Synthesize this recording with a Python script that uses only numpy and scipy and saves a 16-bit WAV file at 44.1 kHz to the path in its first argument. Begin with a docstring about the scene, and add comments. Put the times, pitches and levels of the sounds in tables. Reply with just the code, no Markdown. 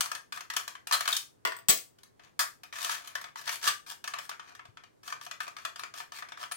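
"""Sharp clicks of a hollow plastic shell come first, over a faint steady rumble: a toy blaster being handled.
Its metal barrel is worked out and laid on a wooden table, then another is slid in, seated and twisted tight.
The shell's sounds are bursts of noise shaped by its resonances; table and tube ring as fading sine waves.
A small, lively room, made of fading noise, answers the toy and the barrel."""
import sys
import numpy as np
from scipy import signal
from scipy.fft import rfft, irfft
from scipy.io import wavfile

SR = 44100
rng = np.random.default_rng(int(sys.argv[2]) if len(sys.argv) > 2 else 0)


def unload_audio(sound):
    """Save the sound as a 16-bit wav file, at the path given as the first command line argument."""
    columns = np.transpose(np.atleast_2d(sound))
    # keep every value between -1 and 1, then stretch to whole-number steps
    steps = np.round(np.clip(columns, -1, 1) * 32767)
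    wavfile.write(sys.argv[1], SR, steps.astype(np.int16))


N = 289376  # length of the scene in samples
SIZE = 16384  # length of one short sound in samples
AGE = np.arange(SIZE) / SR  # seconds since a short sound began
FREQS = np.arange(SIZE // 2 + 1) * SR / SIZE + 1e-3  # Hz, kept above zero for the logarithm


def undb(db):
    """Turn decibels into a gain."""
    return 10 ** (np.asarray(db) / 20)


def unit(x):
    """Scale to a total energy of one."""
    return x / np.sqrt(np.sum(x ** 2))


def fade(t60_s):
    """Die away smoothly, 60 dB down after t60_s seconds (at least 1 ms)."""
    return np.exp(-np.log(1000) * AGE / max(t60_s, 1e-3))


def along(points):
    """Join (Hz, value) points by straight lines on a log-frequency axis."""
    hz, value = np.transpose(points)
    return np.interp(np.log(FREQS), np.log(hz), value)


def causal(gain):
    """Make the most compact impulse response with this gain curve (minimum phase)."""
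    cepstrum = irfft(np.log(gain + 1e-6))
    cepstrum[1:SIZE // 2] *= 2
    cepstrum[SIZE // 2 + 1:] = 0
    return irfft(np.exp(rfft(cepstrum)))


def through(x, response):
    """Filter x by an impulse response."""
    return signal.fftconvolve(x, response)[:len(x)]


def butter(order, hz, kind):
    """Design a low-pass or high-pass filter."""
    return signal.butter(order, hz, kind, fs=SR, output="sos")


def add(track, start_s, sound):
    """Mix a sound into the track at start_s seconds."""
    start = min(max(int(start_s * SR), 0), N)
    track[start:start + len(sound)] += sound[:N - start]


# how alike left and right are in the rumble and the echo: pitch_hz, correlation (-1 to 1)
LEFT_RIGHT_LIKENESS = [(60, -0.43), (130, -0.22), (290, -0.35), (640, -0.66), (1400, -0.2), (3000, 0.17),
                       (16000, -0.23)]


def diffuse(colour, count):
    """Noise arriving from all sides: a shared part and an opposed part set how alike left and right are."""
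    likeness = np.clip(along(LEFT_RIGHT_LIKENESS), -0.95, 0.95)
    gain = undb(along(colour))
    mid = through(rng.standard_normal(count), causal(gain * np.sqrt(1 + likeness)))
    side = through(rng.standard_normal(count), causal(gain * np.sqrt(1 - likeness)))
    return np.array([mid + side, mid - side])


# tone colour of the room rumble: pitch_hz, relative level_db (per Hz)
RUMBLE_COLOUR = [(25, -12.5), (60, -10), (110, 0), (200, -6.5), (400, -5), (1000, -14.5), (3000, -28),
                 (8000, -30.5), (16000, -36.5)]


def rumble(level_db=-66):
    """Steady noise, strongest in the bass; level_db is its average level over both channels."""
    return unit(diffuse(RUMBLE_COLOUR, count=N)) * np.sqrt(2 * N) * undb(level_db)


# resonances of the hollow shell: pitch_hz, width_hz, level_db
SHELL_RESONANCES = [(709, 117, 0), (939, 79, 1.5), (1192, 120, 6.5), (1250, 420, -1), (1613, 170, 1.5),
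                    (1775, 48, 0), (2200, 100, -11), (2505, 190, -9.5), (3250, 530, -11),
                    (3580, 150, -24.5), (4430, 760, -12), (5800, 1600, -14.5)]
# crack of hard plastic between its resonances: pitch_hz, level_db
PLASTIC_CRACK = [(60, -51), (300, -21.5), (520, -14.5), (1000, -2.5), (3000, -10), (7000, -17),
                 (11000, -20.5), (16000, -25)]


def shell_bands(low_hz=3000, high_hz=7500):
    """Power response of the shell, split into low, middle and treble parts of equal power."""
    power = undb(along(PLASTIC_CRACK)) ** 2
    for hz, width_hz, db in SHELL_RESONANCES:
        power = power + undb(db) ** 2 / (1 + ((FREQS - hz) / width_hz) ** 2 * 2) ** 2
    low = 1 / (1 + (FREQS / low_hz) ** 8)
    below_treble = 1 / (1 + (FREQS / high_hz) ** 8)
    shares = (low, (1 - low) * below_treble, 1 - below_treble)
    return [power * share / np.mean(power * share) for share in shares]


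def shell(push, bands, middle_db, treble_db, spot_db=3.5, spot_hz=220):
    """The shell answers a push: the given middle and treble, uneven at random as each spot favours other modes."""
    low, middle, treble = bands
    power = low + undb(middle_db) ** 2 * middle + undb(treble_db) ** 2 * treble
    spot = undb(spot_db * np.interp(FREQS / spot_hz, np.arange(256), rng.standard_normal(size=256)))
    return through(push, causal(np.sqrt(power) * spot))


def colour_of(hardness_db, middle_share=0.38):
    """Middle and treble levels: soft contacts lose mostly treble, hard ones gain in both alike."""
    middle_db = max(middle_share * hardness_db, hardness_db)
    return middle_db, hardness_db


def grit(spread_db):
    """Dense tiny contacts of uneven size."""
    size_db = spread_db * np.minimum(rng.exponential(size=SIZE), 5)
    return rng.standard_normal(SIZE) * undb(size_db)


def contact(t60_s, snap=0.29, rise_s=0.00064, burst=0.23, burst_t60_s=0.0036):
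    """A first touch and a hard burst, then fine rattling that dies away."""
    envelope = (fade(t60_s) + burst * fade(burst_t60_s)) * (1 - np.exp(-AGE / rise_s))
    push = unit(grit(2.87) * envelope)
    push[0] = snap
    return unit(push)


def click(bands, level_db, hardness_db, rattle_t60_s=0.035):
    """One catch or thread slips a notch and makes the shell answer."""
    return undb(level_db) * shell(contact(rattle_t60_s), bands, *colour_of(hardness_db))


# single clicks of the shell: start_s, relative level_db (energy), hardness_db (treble against low band)
SHELL_CLICKS = [(0.007, -2, 2), (0.058, -12, -7), (0.116, -9.5, -5), (0.150, -11, -6.5),
                (0.373, -13.5, -23), (0.407, -14, -10.5), (0.501, -9.5, -8.5), (0.536, -15.5, -7),
                (0.565, -1, -3.5), (0.678, -11.5, -5), (0.752, -17.5, -21), (0.871, -12, -2.5),
                (0.911, -5, -11), (1.007, -4.5, -5), (1.055, -8, -11), (1.087, -5.5, -6),
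                (1.127, -11.5, -4), (1.166, -17.5, 14.5), (1.986, -36.5, -3.5), (2.033, -33.5, 3.5),
                (2.634, -19.5, -7), (2.828, -18.5, 6), (2.846, -12, 4.5), (3.074, -19.5, -0.5),
                (3.153, -7, -10.5), (3.214, -18, -5), (3.241, -13.5, -15.5), (3.413, -23.5, -1),
                (3.477, -5.5, -14.5), (3.641, -9, -5), (3.657, -7, -6), (4.041, -11.5, -9.5),
                (4.076, -10.5, -6.5), (4.137, -7.5, -17), (4.163, -21, -36), (4.293, -10.5, -10),
                (4.314, -14.5, -32), (4.490, -28, -20), (4.550, -25.5, -9), (4.593, -17.5, -44),
                (4.653, -25.5, -17.5), (4.771, -20.5, -23), (4.837, -22.5, -23), (5.078, -16, -11),
                (5.102, -18, -12), (5.124, -10, -18), (5.264, -16.5, -14), (5.312, -10, -15),
                (5.467, -15.5, -29), (5.479, -15, -13), (5.585, -19.5, -16), (5.650, -6.5, -10),
                (5.794, -14.5, -8.5), (5.835, -8, -19.5), (6.002, -11.5, -32), (6.186, -16.5, -7.5),
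                (6.223, -12.5, -27), (6.287, -21, -15), (6.320, -15.5, -21), (6.413, -18.5, -20),
                (6.436, -13, -23), (6.513, -14.5, -10), (6.520, -16, 1)]


def clicks(bands, strength_db=-1, rebound_db=-16.5, rebound_dull_db=-8):
    """Catches and threads slip one notch; the loose part falls back once, weaker and duller."""
    out = np.zeros(N)
    shortest_s, longest_s = 0.012, 0.045
    delays = shortest_s + (longest_s - shortest_s) * rng.random(len(SHELL_CLICKS))
    for (start_s, db, hardness_db), delay_s in zip(SHELL_CLICKS, delays):
        add(out, start_s, click(bands, db, hardness_db))
        add(out, start_s + delay_s, click(bands, db + rebound_db, hardness_db + rebound_dull_db))
    return undb(strength_db) * out


# tone colour of the room's echo: pitch_hz, relative level_db
ECHO_COLOUR = [(100, 0), (400, 4.5), (1000, 1.5), (2000, 9.5), (4000, 1.5), (8000, 3), (16000, 2.5)]


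def room(low_t60_s=0.23, high_t60_s=0.25, split_hz=3500, build_s=0.0018):
    """Small-room echo: noise that builds within milliseconds, then fades, the treble slightly slower."""
    echo = diffuse(ECHO_COLOUR, count=SIZE)
    low = signal.sosfiltfilt(butter(2, split_hz, "low"), echo)
    fading = low * fade(low_t60_s) + (echo - low) * fade(high_t60_s)
    return unit(fading * (1 - np.exp(-(AGE / build_s) ** 2)))


def place(front, back, wet_db, split_hz=1700, lag_samples=4, port_db=3.6):
    """Two faces of an object radiate unlike fine detail. The two ports share the lows, a moment apart and
    in opposite polarity, but each hears the treble of its own face; both faces fill the room."""
    low, high = butter(3, split_hz, "low"), butter(3, split_hz, "high")
    shared_low = signal.sosfilt(low, front)
    left = shared_low + signal.sosfilt(high, back)
    right = signal.sosfilt(high, front) - shared_low
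    direct = np.array([np.pad(left, (lag_samples, 0))[:N], right])
    echoes = [np.array([through(face, side) for side in room()]) for face in (front, back)]
    echo = sum(echoes) / np.sqrt(2)
    # port_db is how much louder left is than right
    balance = undb(np.array([[port_db], [-port_db]]) / 2)
    return (direct + undb(wet_db) * echo) * balance


# pushes and twists: start_s, length_s, relative catch level_db (energy), rub level_db, hardness_db of the rub
PUSHES_AND_TWISTS = [(0.323, 0.082, -11, -53.5, 0), (1.077, 0.11, -1, -41.5, 3.5),
                     (2.195, 0.11, -26, -59.5, -17), (2.726, 0.09, -14, -42.5, -6),
                     (2.756, 0.25, -15, -43.5, -1.5), (2.894, 0.067, -7.5, -37, -1.5),
                     (2.926, 0.24, -23, -51, -11), (3.357, 0.074, -17, -47, -5),
                     (3.439, 0.08, -25, -45, -5), (3.492, 0.088, -5.5, -43, 1.5),
                     (3.614, .085, -20.5, -34.5, -4.5), (3.864, .08, -23, -48, 0.5),
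                     (4.186, 0.098, -11.5, -55.5, 0), (4.396, 0.18, -15.5, -58.5, -15),
                     (5.032, 0.099, -27, -51.5, -1.5), (5.212, .055, -20, -55, 1),
                     (5.404, 0.057, -9, -51, -3), (5.566, 0.094, -15, -56.5, -7.5),
                     (5.759, 0.08, -16.5, -57, -3), (5.939, 0.095, -17.5, -48.5, -2.5),
                     (6.12, 0.097, -17, -48.5, -5), (6.373, 0.094, -19.5, -44.5, -9.5)]


def slides(bands, catch_db=5.5, catch_hz=260, swell=0.75, breakaway_db=-1, catch_dull_db=-9.5):
    """A part breaks free with a dull click, then sticks and slips: a gritty rub that swells and stops."""
    out = np.zeros(N)
    peak_share = 0.47  # the rub peaks after this share of its length
    for start_s, length_s, click_db, db, hardness_db in PUSHES_AND_TWISTS:
        add(out, start_s, click(bands, click_db + breakaway_db, hardness_db + catch_dull_db))
        pressure = np.interp(AGE / length_s, [0, peak_share, 1], [0, 1, 0]) ** swell
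        wander = np.interp(AGE * catch_hz, np.arange(SIZE), rng.standard_normal(SIZE))
        rub = unit(grit(3.8) * undb(catch_db * wander)) * np.sqrt(SIZE)
        add(out, start_s, undb(db) * shell(rub * pressure, bands, *colour_of(hardness_db)))
    return out


def ring(modes):
    """Fading sines of a struck object; each mode's level is its energy before all are scaled together."""
    total = np.zeros(SIZE)
    for hz, db, t60_s in modes:
        sine = unit(np.sin(2 * np.pi * hz * AGE) * fade(t60_s))
        total += rng.choice([-1, 1]) * undb(db) * sine
    return unit(total)


# parts knocking home: start_s, level_db (energy), middle_db, treble_db, chatter_s, cavity_hz,
# cavity_db (against the row's level)
PARTS_KNOCKING_HOME = [(0.924, 3, -1.5, -3, 0.029, 1080, -8), (2.392, 1, -2.5, -0.5, 0.033, 1330, -6),
                       (3.675, 0, 2, -3, 0.019, 1181, 0.5)]


def snaps(bands, first_blow=0.27, cavity_t60_s=0.065):
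    """A part hits its stop, chatters briefly and rings the cavity behind it."""
    out = np.zeros(N)
    for start_s, db, middle_db, treble_db, chatter_s, cavity_hz, cavity_db in PARTS_KNOCKING_HOME:
        rattle = unit(grit(1.8) * np.exp(-(AGE / chatter_s) ** 2))
        chatter = unit(rattle + first_blow * contact(0.0054))
        cavity = undb(cavity_db) * ring([(cavity_hz, 0, cavity_t60_s)])
        add(out, start_s, undb(db) * (shell(chatter, bands, middle_db, treble_db) + cavity))
    return out


def tones(rows, rise_s):
    """Single modes set ringing by a push that lasts about rise_s seconds."""
    out = np.zeros(N)
    for start_s, hz, db, t60_s in rows:
        tone = ring([(hz, 0, t60_s)]) * (1 - np.exp(-(AGE / rise_s) ** 2))
        add(out, start_s, undb(db) * unit(tone))
    return out


# parts left ringing by a knock: start_s, pitch_hz, level_db (energy), t60_s (time to fade by 60 dB)
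RINGING_PARTS = [(0.925, 4204, -4, 0.14), (0.94, 4086, -6, .06), (1.127, 3650, 0.5, 0.03),
                 (2.392, 1475, -16, 0.055), (2.393, 1635, -7, 0.022), (3.678, 8510, -7.5, .06),
                 (3.678, 1770, -8.5, 0.019), (6.52, 9600, -10.5, 0.0079)]


def pings():
    """Knocked parts ring on, each at one pitch."""
    return tones(RINGING_PARTS, rise_s=0.00047)


def blaster(bands):
    """Everything that the toy itself radiates."""
    return clicks(bands) + slides(bands) + snaps(bands) + pings()


def bounces(count=5, drop_s=1.685, first_gap_s=0.0054, gap_ratio=0.86):
    """The dropped end strikes equally hard at ever shorter gaps; rows as in BARREL_LANDINGS."""
    wood_db, clack_db, ring_db = -9.5, 5.5, 5
    start_s, rows = drop_s, []
    for k in range(count):
        rows.append((start_s, wood_db, clack_db, ring_db))
        start_s += first_gap_s * gap_ratio ** k
    return rows


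# the held barrel touching the table: start_s, wood_db (before bass loss), clack_db (metal), ring_db (tube)
BARREL_LANDINGS = [(1.451, 2, -7.5, -15), (1.474, -5.5, -18.5, -20), (1.521, -10, -29, -24.5),
                   (1.566, -22.5, -35, -20), (1.588, -24.5, -34.5, -26.5), (1.774, -37.5, -12.5, -17)]
# table top: pitch_hz, relative level_db, t60_s (time to fade by 60 dB)
TABLE_MODES = [(416, -12, 0.036), (672, -4, 0.11), (989, 0.5, 0.047), (1142, 0.5, 0.048), (1430, -2, 0.021),
               (1842, -3.5, 0.026), (2000, -9.5, .012), (2686, -8.5, 0.0069), (3300, -6.5, 0.0057),
               (4660, -5.5, 0.0029)]
# metal tube, damped by the fingers: pitch_hz, relative level_db, t60_s
TUBE_MODES = [(3637, -10.5, .1), (7867, 6, 0.06), (8149, 10, 0.055), (14869, 4, .13), (14932, 2, 0.13)]
# metal edge on the hard surface: pitch_hz, relative level_db
METAL_EDGE = [(50, -25.5), (200, -3.5), (500, 0.5), (1500, -10), (3500, 0.5), (6000, 1.5), (9000, -1.5),
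              (12000, -6.5), (16000, 1.5)]


def barrel(radiate_hz=340, rattle_t60_s=0.027):
    """The tip touches first; then the other end drops and chatters. Returns the knocks and the tube's ring."""
    wood, clack, tube = np.zeros((3, N))
    edge = unit(causal(undb(along(METAL_EDGE))))
    for start_s, wood_db, clack_db, ring_db in BARREL_LANDINGS + bounces():
        add(wood, start_s, undb(wood_db) * ring(TABLE_MODES))
        add(clack, start_s, undb(clack_db) * through(contact(rattle_t60_s), edge))
        add(tube, start_s, undb(ring_db) * ring(TUBE_MODES))
    # the table top radiates little bass into the air
    wood = signal.sosfilt(butter(2, radiate_hz, "high"), wood)
    return clack + wood, tube


# dull bumps through the table: start_s, pitch_hz, level_db (energy, on the left), t60_s
TABLE_BUMPS = [(1.451, 156, -31, 0.035), (1.688, 165, -6, 0.021), (3.677, 85, -32, 0.045),
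               (4.684, 111, -24, 0.078)]


def bumps():
    """Low, softly starting tones through the table, weaker on the right."""
    return tones(TABLE_BUMPS, rise_s=0.007) * np.array([[1], [0.3]])


def scene():
    """The blaster is handled and the barrel lands on the table, over the rumble."""
    bands = shell_bands()
    toy = place(blaster(bands), blaster(bands), wet_db=-0.5)
    (knocks, tube), (knocks_back, tube_back) = barrel(), barrel()
    landing = place(knocks, knocks_back, wet_db=2.0) + place(tube, tube_back, wet_db=-7)
    return rumble() + toy + landing + bumps()


def record(dry, ceiling=0.6, top_hz=16000):
    """The recorder rounds the highest peaks and cuts the top."""
    rounded = ceiling * np.tanh(dry / ceiling)
    return signal.sosfilt(signal.ellip(10, 0.2, 70, top_hz, fs=SR, output="sos"), rounded)


dry = scene()
out = record(dry)
unload_audio(out)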